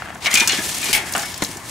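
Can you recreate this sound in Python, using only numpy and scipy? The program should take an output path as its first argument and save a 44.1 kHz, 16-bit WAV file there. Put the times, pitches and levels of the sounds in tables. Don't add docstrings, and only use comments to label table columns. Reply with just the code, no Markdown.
import sys
import numpy as np
from scipy import signal
from scipy.fft import rfft, irfft, next_fast_len
from scipy.io import wavfile
from scipy.ndimage import map_coordinates

SR = 44100
rng = np.random.default_rng(int(sys.argv[2]) if len(sys.argv) > 2 else 0)


def materialize(psi):
    bounded = np.clip(np.atleast_2d(psi).T, -1, 1)
    quanta = np.round(bounded * 32767).astype(np.int16)
    wavfile.write(sys.argv[1], SR, quanta)


N = 74970
SCENE_S = np.arange(N) / SR
HIT_S = np.arange(SR // 2) / SR


def amp(db):
    return 10 ** (np.asarray(db) / 20)


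def unit_rms(x):
    return x / np.sqrt(np.mean(x ** 2, axis=-1, keepdims=True) + 1e-20)


def curve_at(points, hz):
    point_hz, values = np.transpose(points)
    return np.interp(np.log(hz + 1), np.log(point_hz + 1), values)


def filtered(x, response):
    n = x.shape[-1]
    padded = next_fast_len(n + SR // 5)
    return irfft(rfft(x, padded) * response(np.fft.rfftfreq(padded, 1 / SR)), padded)[..., :n]


def equalized(x, spectrum):
    return filtered(x, lambda hz: amp(curve_at(spectrum, hz)))


def noise(spectrum, size=len(HIT_S)):
    return unit_rms(equalized(rng.standard_normal((2, size)), spectrum))


def rise(rise_s):
    return 1 - np.exp(-HIT_S / rise_s)


def fade(t60_s):
    return rise(0.00013) * np.exp(-np.log(1000) * HIT_S / t60_s)


def dense_modes(spectrum, t60_curve):
    hz, t, bins = signal.stft(noise(spectrum), SR, nperseg=256)
    decay = np.exp(-np.log(1000) * t / curve_at(t60_curve, hz)[:, None])
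    return signal.istft(bins * decay, nperseg=256)[1][:, :len(HIT_S)] * rise(0.0003)


def ring(modes, scatter_db=2, buzz_rad=0.3, buzz_per_s=130):
    out = np.zeros((2, len(HIT_S)))
    for hz, db, t60_s in modes:
        gain = amp(db + scatter_db * rng.standard_normal((2, 1)))
        phase = 2 * np.pi * (hz * HIT_S + rng.random((2, 1)))
        buzz = np.interp(HIT_S * buzz_per_s, np.arange(buzz_per_s), rng.standard_normal(buzz_per_s))
        out += gain * np.sin(phase + buzz_rad * buzz) * fade(t60_s)
    return out / np.sqrt(sum(amp(db) ** 2 for _, db, _ in modes) / 2)


def add(track, start_s, sound):
    part = track[:, round(start_s * SR):][:, :sound.shape[1]]
    part += sound[:, :part.shape[1]]


# frequency in Hz, level in dB.
AIR_SPECTRUM = [(20, -73), (45, -7.5), (90, 0), (200, -2), (450, -13.5), (830, -7), (1100, -7),
                (1600, -19.5), (3000, -32.5), (7000, -63), (15000, -94)]


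def air():
    return amp(-39) * noise(AIR_SPECTRUM, N)


# time in seconds, level in dB.
GRIND_LEVELS = [(0, -38.5), (.11, -40), (.19, -48), (.62, -42), (.9, -53), (0.961, -25.5), (1.02, -32),
                (1.13, -36.5), (1.25, -37.5), (1.35, -44), (1.7, -43.5)]
# frequency in Hz, level in dB.
GRIND_SPECTRUM = [(100, -39), (330, 0), (480, -13.5), (800, -2.5), (1100, -10.5), (1650, -0.5),
                  (2200, -2.5), (3200, -16), (12000, -72)]


def grind():
    return noise(GRIND_SPECTRUM, N) * amp(np.interp(SCENE_S, *np.transpose(GRIND_LEVELS)))


# time in seconds, level in dB, treble gain in dB.
SCRAPE_STROKE = [(0, -39, -7.5), (.19, -47.5, -2), (.225, -27.5, -12.5), (.255, -19, -11), (.29, -34, -4),
                 (.33, -25.5, 2), (.43, -21, -4.5), (.46, -25.5, -6), (.55, -20, -9), (.61, -27, -1),
                 (.68, -27.5, 1.5), (.80, -26, -3), (.845, -23, -4.5), (.92, -23.5, -1.5),
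                 (1.03, -34.5, -2.5), (1.12, -35.5, 2), (1.2, -29.5, -1), (1.32, -34, -2),
                 (1.41, -35.5, -7), (1.45, -32.5, -0.5), (1.53, -37, 0), (1.631, -43.5, 0), (1.7, -34.5, 3)]
# frequency in Hz, level in dB.
SCRAPE_SPECTRUM = [(60, -51), (250, -2.5), (450, -8.5), (650, -4), (1300, -6.5), (2400, -1.5), (4200, -1.5),
                   (7000, 0), (9500, -2), (12000, -7), (15500, -15)]
# frequency in Hz, level in dB, T60 in seconds.
FRAME_MODES = [(1753, -8, 0.63), (2046, -14, 0.69), (2175, 3.5, 0.085), (2250, -7, .3), (2430, -7.5, 0.12),
               (2695, -3, 0.11), (2913, -30, 0.25), (3289, -7, 0.24), (3590, -15, .3), (4440, -5, 0.14),
               (4490, -12, 0.13), (5572, -18, 0.1)]


def scrape(slips_per_s=22000, spread_db=2.5, judder_db=1.6, judder_per_s=96, treble_hz=5000):
    time_s, level_db, treble_db = np.transpose(SCRAPE_STROKE)
    slipping = rng.random(N) < slips_per_s / SR
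    slips = slipping * amp(spread_db * rng.standard_normal(N)) * rng.standard_normal((2, N))
    judder = map_coordinates(rng.standard_normal(N // 50), [SCENE_S * judder_per_s])
    force = unit_rms(slips) * amp(np.interp(SCENE_S, time_s, level_db) + judder_db * judder)
    rub = unit_rms(equalized(force, SCRAPE_SPECTRUM))
    body = filtered(rub, lambda hz: 1 / (1 + (hz / treble_hz) ** 4))
    treble = amp(np.interp(SCENE_S, time_s, treble_db)) * (rub - body)
    ringing = unit_rms(signal.fftconvolve(force, ring(FRAME_MODES), axes=1)[:, :N])
    return force.std() * (body + treble + amp(-14) * ringing)


# start in seconds, level in dB, T60 in seconds.
KNOCKS = [(.021, -15.5, 0.017), (.043, -42, .03), (.058, -27, 0.027), (.074, -25, 0.018),
          (0.086, -27.5, 0.035), (.095, -28.5, 0.014), (0.103, -25, 0.029), (.126, -32, .03),
          (0.155, -28.5, .05), (.654, -31, 0.056), (1.1503, -12.5, 0.11), (1.172, -21, 0.21),
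          (1.232, -26.5, 0.14)]
# frequency in Hz, level in dB.
KNOCK_SPECTRUM = [(100, -22), (300, -14), (560, -17), (730, 4.5), (1000, -12), (1620, 1), (1950, -12),
                  (2450, -13), (2850, -8.5), (4200, -23.5), (12000, -18)]


def knocks(full_scale_cutoff_hz=9000, db_per_octave=20.5):
    out = np.zeros((2, N))
    for start_s, db, t60_s in KNOCKS:
        cutoff_hz = full_scale_cutoff_hz * 2 ** (db / db_per_octave)
        knock = filtered(noise(KNOCK_SPECTRUM), lambda hz: 1 / np.sqrt(1 + (hz / cutoff_hz) ** 6))
        add(out, start_s, amp(db) * knock * fade(t60_s))
    return out


# start in seconds, level in dB, centre in Hz.
CLICKS = [(0.148, -36.5, 7100), (0.2594, -22, 4800), (.2675, -18, 5200), (.313, -25.5, 7750),
          (0.3406, -6.5, 6350), (.3465, -14, 6700), (0.3528, -10, 6600), (0.373, -13, 5940),
          (.398, -17, 7000), (0.404, -14.5, 5500), (0.4747, -9, 6300), (0.479, -10.5, 6100),
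          (.4915, -15, 6500), (.5195, -19, 6600), (.574, -23, 7000), (0.782, -20.5, 8500),
          (.816, -21, 7550), (0.843, -18, 8800), (1.1235, -20.5, 9250), (1.137, -18.5, 6300),
          (1.1636, -19, 7500), (1.179, -16.5, 7500), (1.194, -20, 5450), (1.22, -25, 6500),
          (1.3416, -23, 4950), (1.377, -24.5, 7500), (1.421, -21, 6600), (1.437, -18, 7500),
          (1.447, -18, 5000), (1.57, -26.5, 6960)]
# frequency in Hz, level in dB, T60 in seconds.
EDGE_MODES = [(6305, -2, 0.14), (5930, -8, 0.13), (6810, 2, 0.082), (7117, -3, 0.11)]


def clicks(width_octaves=0.4, skirt_db=-14, ring_db=-17):
    out = np.zeros((2, N))
    for start_s, db, centre_hz in CLICKS:
        def band(hz):
            return np.exp(-0.5 * (np.log2((hz + 1) / centre_hz) / width_octaves) ** 2) + amp(skirt_db)
        snap = unit_rms(filtered(rng.standard_normal((2, len(HIT_S))), band)) * fade(t60_s=0.028)
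        add(out, start_s, amp(db) * (snap + amp(ring_db) * ring(EDGE_MODES)))
    return out


def clustered(x, spread_db=4.5, spacing_hz=90):
    knots = rng.standard_normal(SR // spacing_hz)
    coloured = filtered(x, lambda hz: amp(spread_db * map_coordinates(knots, [hz / spacing_hz])))
    return coloured * x.std() / coloured.std()


# start in seconds, level in dB, tilt in dB per octave,
# lead mode in Hz, its relative level in dB.
CLANKS = [(0.2584, -15, 0, 2416, -7.5), (.2675, -17.5, -2, 2100, -5.5), (.312, -22.5, 3.5, 2046, -1.5),
          (.329, -18, 0, 2190, -6), (.341, -31, -1, 2020, -8), (.354, -13, 7.5, 2262, -12),
          (0.372, -16.5, 3, 2433, -2), (.398, -19, 7.5, 2433, -4.5), (.406, -20, 7.5, 3600, -10),
          (.414, -22, -5, 2433, -3), (0.4748, -20.5, 3, 2433, -10), (.495, -18, 7, 2900, -8.5),
          (0.505, -22.5, 0, 4220, -3), (.52, -21, 8.5, 3316, -11), (.574, -26, 3, 2433, -9),
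          (0.584, -33.5, -11.5, 1678, -2), (.829, -25.5, 2.5, 2433, -1), (.885, -27.5, -1.5, 2416, 0)]
# frequency in Hz, level in dB.
FRAME_SPECTRUM = [(150, -32), (500, -18), (950, -5), (1300, -3), (2300, 3), (3000, 2.5), (4500, -4),
                  (7000, -8.5), (10000, -43), (15000, -41)]
# frequency in Hz, T60 in seconds.
FRAME_T60 = [(300, 0.57), (2200, 0.18), (5000, 0.05), (12000, 0.061)]


def clanks(modes_db=-19, lead_t60_s=0.19):
    out = np.zeros((2, N))
    for start_s, db, tilt_db, lead_hz, lead_db in CLANKS:
        clank = clustered(dense_modes(FRAME_SPECTRUM, FRAME_T60))
        clank += amp(modes_db) * ring(FRAME_MODES)
        clank += amp(lead_db) * ring([(lead_hz, 0, lead_t60_s)])
        tilted = filtered(clank, lambda hz: amp(tilt_db * np.log2(np.clip(hz, 600, 8000) / 2400)))
        add(out, start_s, amp(db) * tilted)
    return out


# start in seconds, level in dB.
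THUDS = [(0.337, -19.5), (.411, -18), (.528, -22.5), (.586, -18.5), (0.655, -26), (0.894, -20),
         (0.927, -51), (1.167, -22), (1.4215, -13), (1.49, -29.5), (1.556, -28)]
# frequency in Hz, level in dB, T60 in seconds.
TIMBER_MODES = [(137, -11, 0.053), (215, -1.5, 0.06), (324.5, 2, 0.059), (394, -4.5, 0.053)]


def thuds():
    out = np.zeros((2, N))
    for start_s, db in THUDS:
        pitch_ratio = np.exp(0.11 * rng.standard_normal())
        modes = [(hz * pitch_ratio, mode_db, t60_s) for hz, mode_db, t60_s in TIMBER_MODES]
        add(out, start_s, amp(db) * rise(0.003) * ring(modes))
    return out


# start in seconds, ring level in dB, crack level in dB.
STRIKES = [(.929, -17, -11.5), (.949, -16.5, -18), (.962, -28, -27), (.976, -21.5, -21.5)]
# frequency in Hz, level in dB, T60 in seconds.
TUBE_MODES = [(851, -14, .25), (1701, -15, .22), (2127, -5, .21), (2202, 0, .17), (2258, -6, .17),
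              (2595, -9, .14), (3285, -11, .18)]
# frequency in Hz, level in dB.
CRACK_SPECTRUM = [(60, -10), (300, -14), (800, -21), (1800, -11), (2250, 2.5), (4000, -2), (7000, -2.5),
                  (12000, -5), (15500, -17)]
# frequency in Hz, T60 in seconds.
CRACK_T60 = [(500, 0.2), (3000, 0.14), (12000, 0.061)]


def strikes():
    out = np.zeros((2, N))
    for start_s, ring_db, crack_db in STRIKES:
        add(out, start_s, amp(ring_db) * ring(TUBE_MODES))
        add(out, start_s, amp(crack_db) * dense_modes(CRACK_SPECTRUM, CRACK_T60))
    return out


# frequency in Hz, relative level in dB.
SQUEAL_PARTIALS = [(5270, -3), (6503, -4), (8888, 0), (10103, 0), (10336, -3), (11892, -2), (13595, -5),
                   (15089, -6)]


def squeal(start_s=0.931, hold_s=0.039, release_s=0.0062, level_db=-30, waver_rad=0.7, waver_per_s=170):
    out = np.zeros((2, N))
    envelope = rise(0.00092) * np.exp(-np.maximum(HIT_S - hold_s, 0) / release_s)
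    for hz, db in SQUEAL_PARTIALS:
        waver = waver_rad * map_coordinates(rng.standard_normal(waver_per_s), [HIT_S * waver_per_s])
        phase = 2 * np.pi * (hz * HIT_S + rng.random((2, 1)))
        add(out, start_s, amp(level_db + db) * np.sqrt(2) * envelope * np.sin(phase + waver))
    return out


# start in seconds, level in dB.
ROD_HITS = [(1.172, -41), (1.231, -33.5)]
# frequency in Hz, level in dB, T60 in seconds.
ROD_MODES = [(1675, -6, 0.35), (1740, -2, .35), (2230, 1, 0.33), (5270, -4.5, .7)]


def rods():
    out = np.zeros((2, N))
    for start_s, db in ROD_HITS:
        add(out, start_s, amp(db) * ring(ROD_MODES))
    return out


# start in seconds, level in dB.
LANDING_HITS = [(1.4216, -16), (1.4241, -17.5)]
# frequency in Hz, level in dB.
LANDING_SPECTRUM = [(60, -12), (180, -14), (370, 4.5), (620, -5.5), (1000, -1.5), (1400, -6), (1950, -1),
                    (2700, -13), (4000, -7), (7000, -12.5), (15000, -28)]


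def landing():
    out = np.zeros((2, N))
    for start_s, db in LANDING_HITS:
        add(out, start_s, amp(db) * noise(LANDING_SPECTRUM) * fade(t60_s=0.055))
    return out


# frequency in Hz, T60 in seconds.
WALL_T60 = [(200, 0.24), (2000, 0.72), (10000, 0.27)]


def wall(source, level_db=-22, delay_s=0.018):
    tail = dense_modes([(100, 12.5), (3000, -1), (15000, 2)], WALL_T60)
    tail /= np.linalg.norm(tail[0])
    out = np.zeros((2, N))
    add(out, delay_s, signal.fftconvolve(source[:1], tail, axes=1))
    return amp(level_db) * out


# frequency in Hz, side over mid in dB.
WIDTH = [(30, -14), (130, -15.5), (300, -14.5), (1000, -9.5), (4000, -6), (8000, -8), (13000, 0.5)]
# frequency in Hz, left over right in dB.
BALANCE = [(60, 3.5), (500, 1.5), (2000, 3), (4000, 4), (8000, 0.3)]


def scene():
    railing = grind() + scrape() + knocks() + clicks() + clanks() + thuds()
    railing += strikes() + squeal() + rods() + landing()
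    mid, side = air() + railing + wall(railing)
    side = equalized(side, WIDTH)
    left_right = np.array([mid + side, mid - side])
    return filtered(left_right, lambda hz: amp(curve_at(BALANCE, hz) * np.array([[0.5], [-0.5]])))


def record(dry):
    return filtered(np.clip(dry, -1, 1), lambda hz: hz < 15700)


dry = scene()
out = record(dry)
materialize(out)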